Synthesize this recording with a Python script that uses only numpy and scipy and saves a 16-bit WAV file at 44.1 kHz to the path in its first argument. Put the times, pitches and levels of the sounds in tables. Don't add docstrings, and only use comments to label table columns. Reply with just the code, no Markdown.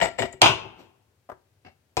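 import sys
import numpy as np
from scipy import signal
from scipy.fft import rfft, irfft
from scipy.io import wavfile
from scipy.ndimage import map_coordinates

SR = 44100
rng = np.random.default_rng(int(sys.argv[2]) if len(sys.argv) > 2 else 0)


def attenuation_scalar(level_db):
    decades = np.asarray(level_db, float) / 20
    return 10 ** decades


def unload_audio(sound):
    columns = np.transpose(np.atleast_2d(sound))
    steps = np.round(np.clip(columns, -1, 1) * 32767)
    wavfile.write(sys.argv[1], SR, steps.astype(np.int16))


N = 88200
T = np.arange(N) / SR

# (start [s], rise [s], time to fade by 60 dB [s], level [dB])
SCRAPE_EVENTS = [(.0, 0.0022, 0.037, -29), (.008, 0.011, 0.1, -22.5), (.02, 0.0087, 0.051, -27.5),
                 (.034, 0.0089, 0.024, -28.5), (.046, 0.012, 0.03, -25.5), (.064, 0.006, 0.039, -34),
                 (.074, 0.01, 0.047, -37), (.177, 0.017, 0.044, -26), (.198, 0.0031, .06, -29.5),
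                 (.2185, 0.0072, 0.07, -26), (.24, 0.016, 0.062, -37), (.325, .008, 0.055, -48)]
THUD_EVENTS = [(.005, 0.06, 0.1, -47.5), (.035, 0.026, .12, -46), (.203, 0.0078, .05, -31),
               (.226, 0.012, 0.06, -35.5), (.33, 0.012, .04, -47.5), (.42, 0.0058, 0.07, -29),
               (.478, 0.02, .1, -32.5), (.64, 0.019, 0.057, -49.5), (1.308, 0.0096, 0.051, -49.5),
               (1.655, 0.01, 0.053, -58), (1.969, .003, 0.038, -27.5)]
JINGLE_EVENTS = [
    (.012, 0.0067, .06, -43.5),
    (.026, .005, .06, -37),
    (.045, 0.0046, .04, -42.5),
    (.176, 0.019, .05, -40),
    (.212, 0.0027, .06, -43.5),
    (.322, 0.0049, .04, -47.5),
]
TAP_EVENTS = [
    (.0128, 0.00097, 0.008, -29.5),
    (.031, 0.00056, .008, -42.5),
    (.051, 0.0015, 0.0094, -43.5),
    (.185, 0.0016, 0.0078, -39),
    (.1945, 0.00064, .01, -38.5),
    (.2213, .0004, 0.007, -33.5),
    (.234, .0005, 0.0087, -45),
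    (.3305, 0.00025, .01, -58.5),
]
BUMP_EVENTS = [
    (.056, 0.0007, 0.016, -37),
    (.189, .001, 0.026, -38.5),
    (.2275, 0.0012, 0.013, -38),
    (.4195, 0.00086, 0.014, -20.5),
    (.4385, 0.0015, 0.025, -27.5),
    (.4565, 0.0018, 0.0075, -28.5),
    (1.648, 0.00079, .01, -64),
]
CRACK_EVENTS = [
    (.2213, 0.00018, 0.0013, -31.5),
    (.4172, 0.00035, 0.014, -4),
    (1.9688, 0.00032, 0.00053, -22.5),
]
SLAM_EVENTS = [
    (.409, .008, 0.02, -29),
    (.4178, 0.00095, 0.028, -8.5),
    (.426, 0.0043, 0.031, -11.5),
    (.437, 0.0057, 0.046, -16.5),
    (.455, 0.0037, 0.071, -12),
]
SETTLE_EVENTS = [
    (.75, 0.051, 0.25, -51),
]
KNOCK_EVENTS = [
    (1.289, 0.0026, 0.039, -44.5),
    (1.297, .002, 0.032, -38),
    (1.302, 0.0016, 0.043, -57.5),
    (1.314, .004, 0.058, -43),
]
TICK_EVENTS = [
    (1.647, 0.002, 0.077, -49.5),
    (1.657, 0.0074, 0.047, -52),
    (1.666, .004, 0.065, -53.5),
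    (1.68, 0.0065, 0.097, -58),
    (1.71, 0.0045, 0.071, -69),
]
CLACK_EVENTS = [
    (1.9645, 0.0025, 0.015, -64),
    (1.9688, 0.00047, 0.0107, -23),
    (1.973, 0.00095, 0.04, -22),
    (1.989, 0.0059, 0.044, -26.5),
]

# (frequency [Hz], level [dB])
SCRAPE_COLOUR = [(80, -33.5), (420, -1), (690, 6.5), (1150, -12), (2000, -6), (3000, -15.5), (4300, -19),
                 (16000, -41)]
THUD_COLOUR = [(40, -30), (75, -3), (130, 3), (190, -8), (270, -3.5), (380, -2), (700, -15.5), (1500, -40)]
JINGLE_COLOUR = [(1500, -19), (2200, -21), (6000, -26), (7000, 3.5), (8000, -1), (9300, -28.5)]
TAP_COLOUR = [(900, -24.5), (1900, 3), (2400, -6.5), (3000, -6), (5000, -20.5), (9000, -33.5)]
BUMP_COLOUR = [(250, -29.5), (600, 6), (1000, -5.5), (1500, -17.5), (4000, -38.5)]
CRACK_COLOUR = [(300, -11.5), (700, 1), (3500, 1.5), (8200, -2), (11500, -26.5), (15000, -32)]
SLAM_COLOUR = [(200, -23.5), (380, -4.5), (500, -16), (660, -1.5), (1050, -4), (1750, -16.5), (2850, -4),
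               (4500, -20.5), (5500, -21), (16000, -48.5)]
SETTLE_COLOUR = [(100, -4), (380, 3.5), (1000, -9), (1870, -16), (3000, -12.5), (9000, -29.5)]
KNOCK_COLOUR = [(60, -15), (135, -21), (400, -13), (600, 6), (1250, -4), (1750, -12.5), (2600, -30),
                (9000, -34)]
TICK_COLOUR = [(100, 11), (400, -2.5), (760, 1.5), (1200, -1.5), (2200, -3), (2800, -7), (3500, -18),
               (5000, -12), (7500, -37)]
CLACK_COLOUR = [(100, 0), (250, -8), (860, 2), (1700, -13), (2500, -10.5), (3900, -19.5), (7700, -22.5),
                (16000, -42.5)]

# (frequency [Hz], level [dB], time to fade by 60 dB [s])
GUIDE_NOTES = [(435, -5, 0.2), (690, 0, 0.2), (915, -5, 0.3), (1380, -7, 0.3), (1990, -5, 0.15),
               (2270, -9, .15), (2870, -7, 0.2), (3550, -14, 0.12), (4960, -17, 0.1), (7400, -14, .15),
               (7800, -12, .3)]
WALL_NOTES = [(76, -9, .3), (115, -9, .08), (133, 0, .1), (268, -5, .08), (375, -1, .08)]
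PIN_NOTES = [(7400, -5.5, .04), (7430, 0, 0.05), (7970, 2, 0.12), (7854, -8, .04)]
KNOB_NOTES = [(1940, 2.5, 0.095), (2290, -2, 0.049), (3130, -8.5, .04)]
BLOCK_NOTES = [(590, -4, 0.044), (695.6, 7, 0.18), (970, -5, .05), (1015, -5.5, .05)]
LATCH_NOTES = [(475, 3.5, 0.42), (859, -2, 0.055), (2500, -7, .03), (5080, -11.5, 0.032),
               (7080, -16, 0.059)]
FRAME_NOTES = [(273, -7, .4), (386, 0, 0.21), (654, 4, 0.75), (682.4, 4, 0.2), (918, 1, 0.3),
               (1010, -0.5, 1), (1078, -2.5, 1), (1388, -0.5, 0.3), (2618, -7.5, 0.81), (2890, -8, 0.54),
               (3000, -2, .5), (3150, -6, 0.54)]
BOARD_NOTES = [(600, -1, .05), (760, 0, .05), (1035, -3, .05), (1200, -1, .05), (1600, -6, .04),
               (8810, -26, .4)]
SHELF_NOTES = [(290, -8, 0.1), (760, 3, .1), (2180, -3, 0.2), (2700, -4, 0.1), (4100, -16.5, 0.11)]

# (frequency [Hz], near-wall 60 dB fade [s], late-tail 60 dB fade [s],
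# late-tail level [dB], likeness of the two ports [0-1])
SHED_ECHO = [(61, 0.3, .9, -11, 0.8), (128, 0.11, .8, -7.5, 1), (246, 0.25, .85, -14, 0),
             (820, 0.19, 0.8, -18.5, 0.4), (2800, 0.23, 0.65, -15.5, 0.1), (6000, 0.28, 0.6, -26, 0.8),
             (14000, 0.19, 0.26, -38, 1)]
# (frequency [Hz], level [dB])
AIR_COLOUR = [(15, -57), (25, -18.5), (59, -15.5), (97, -6), (185, -22), (416, -21), (1190, -30.5),
              (1610, -30), (16000, -41.5)]
# (frequency [Hz], level [dB])
RIGHT_PORT_COLOUR = [(5000, 1), (8000, -6.5), (12000, -1.5)]
# (frequency [Hz], level [dB])
FINAL_COLOUR = [(9000, 0), (9800, -22), (10900, -22), (11500, 0), (14900, 3), (15500, -14), (16300, -22),
                (16700, -70)]


def unit(x):
    return x / np.sqrt(np.mean(x ** 2))


def unit_energy(h):
    return h / np.sqrt(np.sum(h ** 2))


def curve(table, hz, axis=1):
    table = np.array(table, float)
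    return np.interp(np.log(np.maximum(hz, 1)), np.log(table[:, 0]), table[:, axis])


def balance(left_db):
    return attenuation_scalar(np.array([[.5], [-.5]]) * left_db)


def response(colour, size=4096):
    hz = np.arange(size // 2 + 1) * SR / size
    ceps = irfft(np.log(attenuation_scalar(curve(colour, hz))))
    ceps[1:size // 2] *= 2
    ceps[size // 2 + 1:] = 0
    return unit_energy(irfft(np.exp(rfft(ceps))))


def ring(modes, shorten):
    t = T[:SR // 2]
    h = 0
    for hz, db, t60 in modes:
        fade = attenuation_scalar(-60 * t / max(t60 * shorten, .004))
        h = h + attenuation_scalar(db) * np.sin(2 * np.pi * hz * t) * fade / np.sqrt(t60)
    return unit_energy(h)


def shed(size=32768):
    build_s, left_db = 0.00067, 6.5
    t = T[:size]
    f = np.arange(size // 2 + 1.) * SR / size
    noise = rfft(rng.standard_normal((3, size)))
    out = 0
    for hz in 40 * 2 ** np.arange(0, 8.9, 1 / 3):
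        band = np.exp(-(np.log2(np.maximum(f, 1) / hz) * 4) ** 2)
        same, a, b = irfft(noise * band)
        like = np.clip(curve(SHED_ECHO, hz, axis=4), 0, 1)
        near = attenuation_scalar(-60 * t / curve(SHED_ECHO, hz))
        late = attenuation_scalar(curve(SHED_ECHO, hz, axis=3) - 60 * t / curve(SHED_ECHO, hz, axis=2))
        ports = np.sqrt(like) * same + np.sqrt(1 - like) * np.array([a, b])
        out = out + (near + late) * ports
    out = out * (1 - np.exp(-t / build_s))
    return out / np.sqrt(np.sum(out ** 2) / 2) * balance(left_db)


def contact(rows, colour, modes, ring_db, shorten, click_db, left_db, shed_db):
    grain_db, spread, spread_hz = 1.5, 0.91, 370
    push = 0
    for start, rise, fall, db in rows:
        swell = np.clip((T - start) / rise, 0, 1) ** 2
        fade = attenuation_scalar(-60 * np.clip(T - start - rise, 0, 9) / fall)
        push = push + attenuation_scalar(db) * swell * fade
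    grit = unit(rng.standard_normal(N) * attenuation_scalar(grain_db * rng.exponential(size=N)))
    force = push * np.array([grit, grit[::-1]])
    for start, rise, _, db in rows:
        force[:, int((start + rise) * SR)] += attenuation_scalar(db + click_db)

    body = attenuation_scalar(ring_db) * ring(modes, shorten)
    broad = response(colour)
    body[:len(broad)] += broad
    x, other = signal.fftconvolve(force, body[None], axes=1)[:, :N]

    difference = np.sqrt(spread) * other - (1 - np.sqrt(1 - spread)) * x
    apart = signal.lfilter(*signal.butter(1, spread_hz, "high", fs=SR), difference)
    direct = np.array([x, x + apart]) * balance(left_db)
    echo = signal.fftconvolve(x[None], shed(), axes=1)[:, :N]
    return direct + attenuation_scalar(shed_db) * echo


def air():
    level_db, left_db, like_hz = -68.5, 4, 600
    f = np.arange(N // 2 + 1) * SR / N
    same, a, b = rfft(rng.standard_normal((3, N)))
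    like = 1 / (1 + (f / like_hz) ** 2)
    ports = np.sqrt(like) * same + np.sqrt(1 - like) * np.array([a, b])
    x = irfft(attenuation_scalar(curve(AIR_COLOUR, f)) * ports, N) * balance(left_db)
    return x / np.sqrt(np.mean(x.mean(0) ** 2)) * attenuation_scalar(level_db)


def scrapes():
    return contact(SCRAPE_EVENTS, SCRAPE_COLOUR, GUIDE_NOTES, ring_db=-3.0, shorten=.17,
                   click_db=-20.5, left_db=7.5, shed_db=-11.5)


def thuds():
    return contact(THUD_EVENTS, THUD_COLOUR, WALL_NOTES, ring_db=4.5, shorten=1.0,
                   click_db=2, left_db=7, shed_db=-12.5)


def jingles():
    return contact(JINGLE_EVENTS, JINGLE_COLOUR, PIN_NOTES, ring_db=-6.5, shorten=1.0,
                   click_db=5.5, left_db=13.5, shed_db=-13)


def taps():
    return contact(TAP_EVENTS, TAP_COLOUR, KNOB_NOTES, ring_db=4, shorten=1.0,
                   click_db=22, left_db=10, shed_db=-10.5)


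def bumps():
    return contact(BUMP_EVENTS, BUMP_COLOUR, BLOCK_NOTES, ring_db=3, shorten=1.0,
                   click_db=22, left_db=3.5, shed_db=-8)


def cracks():
    return contact(CRACK_EVENTS, CRACK_COLOUR, LATCH_NOTES, ring_db=-21.5, shorten=0.9,
                   click_db=11.5, left_db=0.0, shed_db=-8)


def slam():
    return contact(SLAM_EVENTS, SLAM_COLOUR, FRAME_NOTES, ring_db=-9.5, shorten=.2,
                   click_db=10.5, left_db=-2.0, shed_db=-1.5)


def settle():
    return contact(SETTLE_EVENTS, SETTLE_COLOUR, FRAME_NOTES, ring_db=-35, shorten=0.16,
                   click_db=-6, left_db=4.5, shed_db=-7.0)


def knock():
    return contact(KNOCK_EVENTS, KNOCK_COLOUR, BOARD_NOTES, ring_db=-6.5, shorten=.45,
                   click_db=18, left_db=7.0, shed_db=-12.5)


def tick():
    return contact(TICK_EVENTS, TICK_COLOUR, SHELF_NOTES, ring_db=-4, shorten=.25,
                   click_db=0, left_db=5.0, shed_db=-12.0)


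def clack():
    return contact(CLACK_EVENTS, CLACK_COLOUR, LATCH_NOTES, ring_db=-3.5, shorten=0.72,
                   click_db=10.5, left_db=7.5, shed_db=-3)


def scene():
    port_lag_s = 0.00011
    left, right = (scrapes() + thuds() + jingles() + taps() + bumps() + cracks()
                   + slam() + settle() + knock() + tick() + clack())
    right = map_coordinates(right, [(T - port_lag_s) * SR], mode="nearest")
    shade = response(RIGHT_PORT_COLOUR, size=512)
    right = signal.fftconvolve(right, shade / shade.sum())[:N]
    final = response(FINAL_COLOUR, size=512)
    return signal.fftconvolve(np.array([left, right]), final[None], axes=1)[:, :N] + air()


def top_cut(x):
    return signal.sosfilt(signal.butter(12, 16390, fs=SR, output="sos"), x)


def record(dry):
    rumble_hz, top_hz = 66.67, 16200
    limit, knee = .99, 4
    x = signal.sosfilt(signal.butter(4, rumble_hz, "high", fs=SR, output="sos"), dry)
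    x = x / (1 + np.abs(x / limit) ** knee) ** (1 / knee)
    x = signal.sosfilt(signal.ellip(8, .2, 60, top_hz, fs=SR, output="sos"), x)
    return top_cut(x)


dry = scene()
out = record(dry)
unload_audio(out)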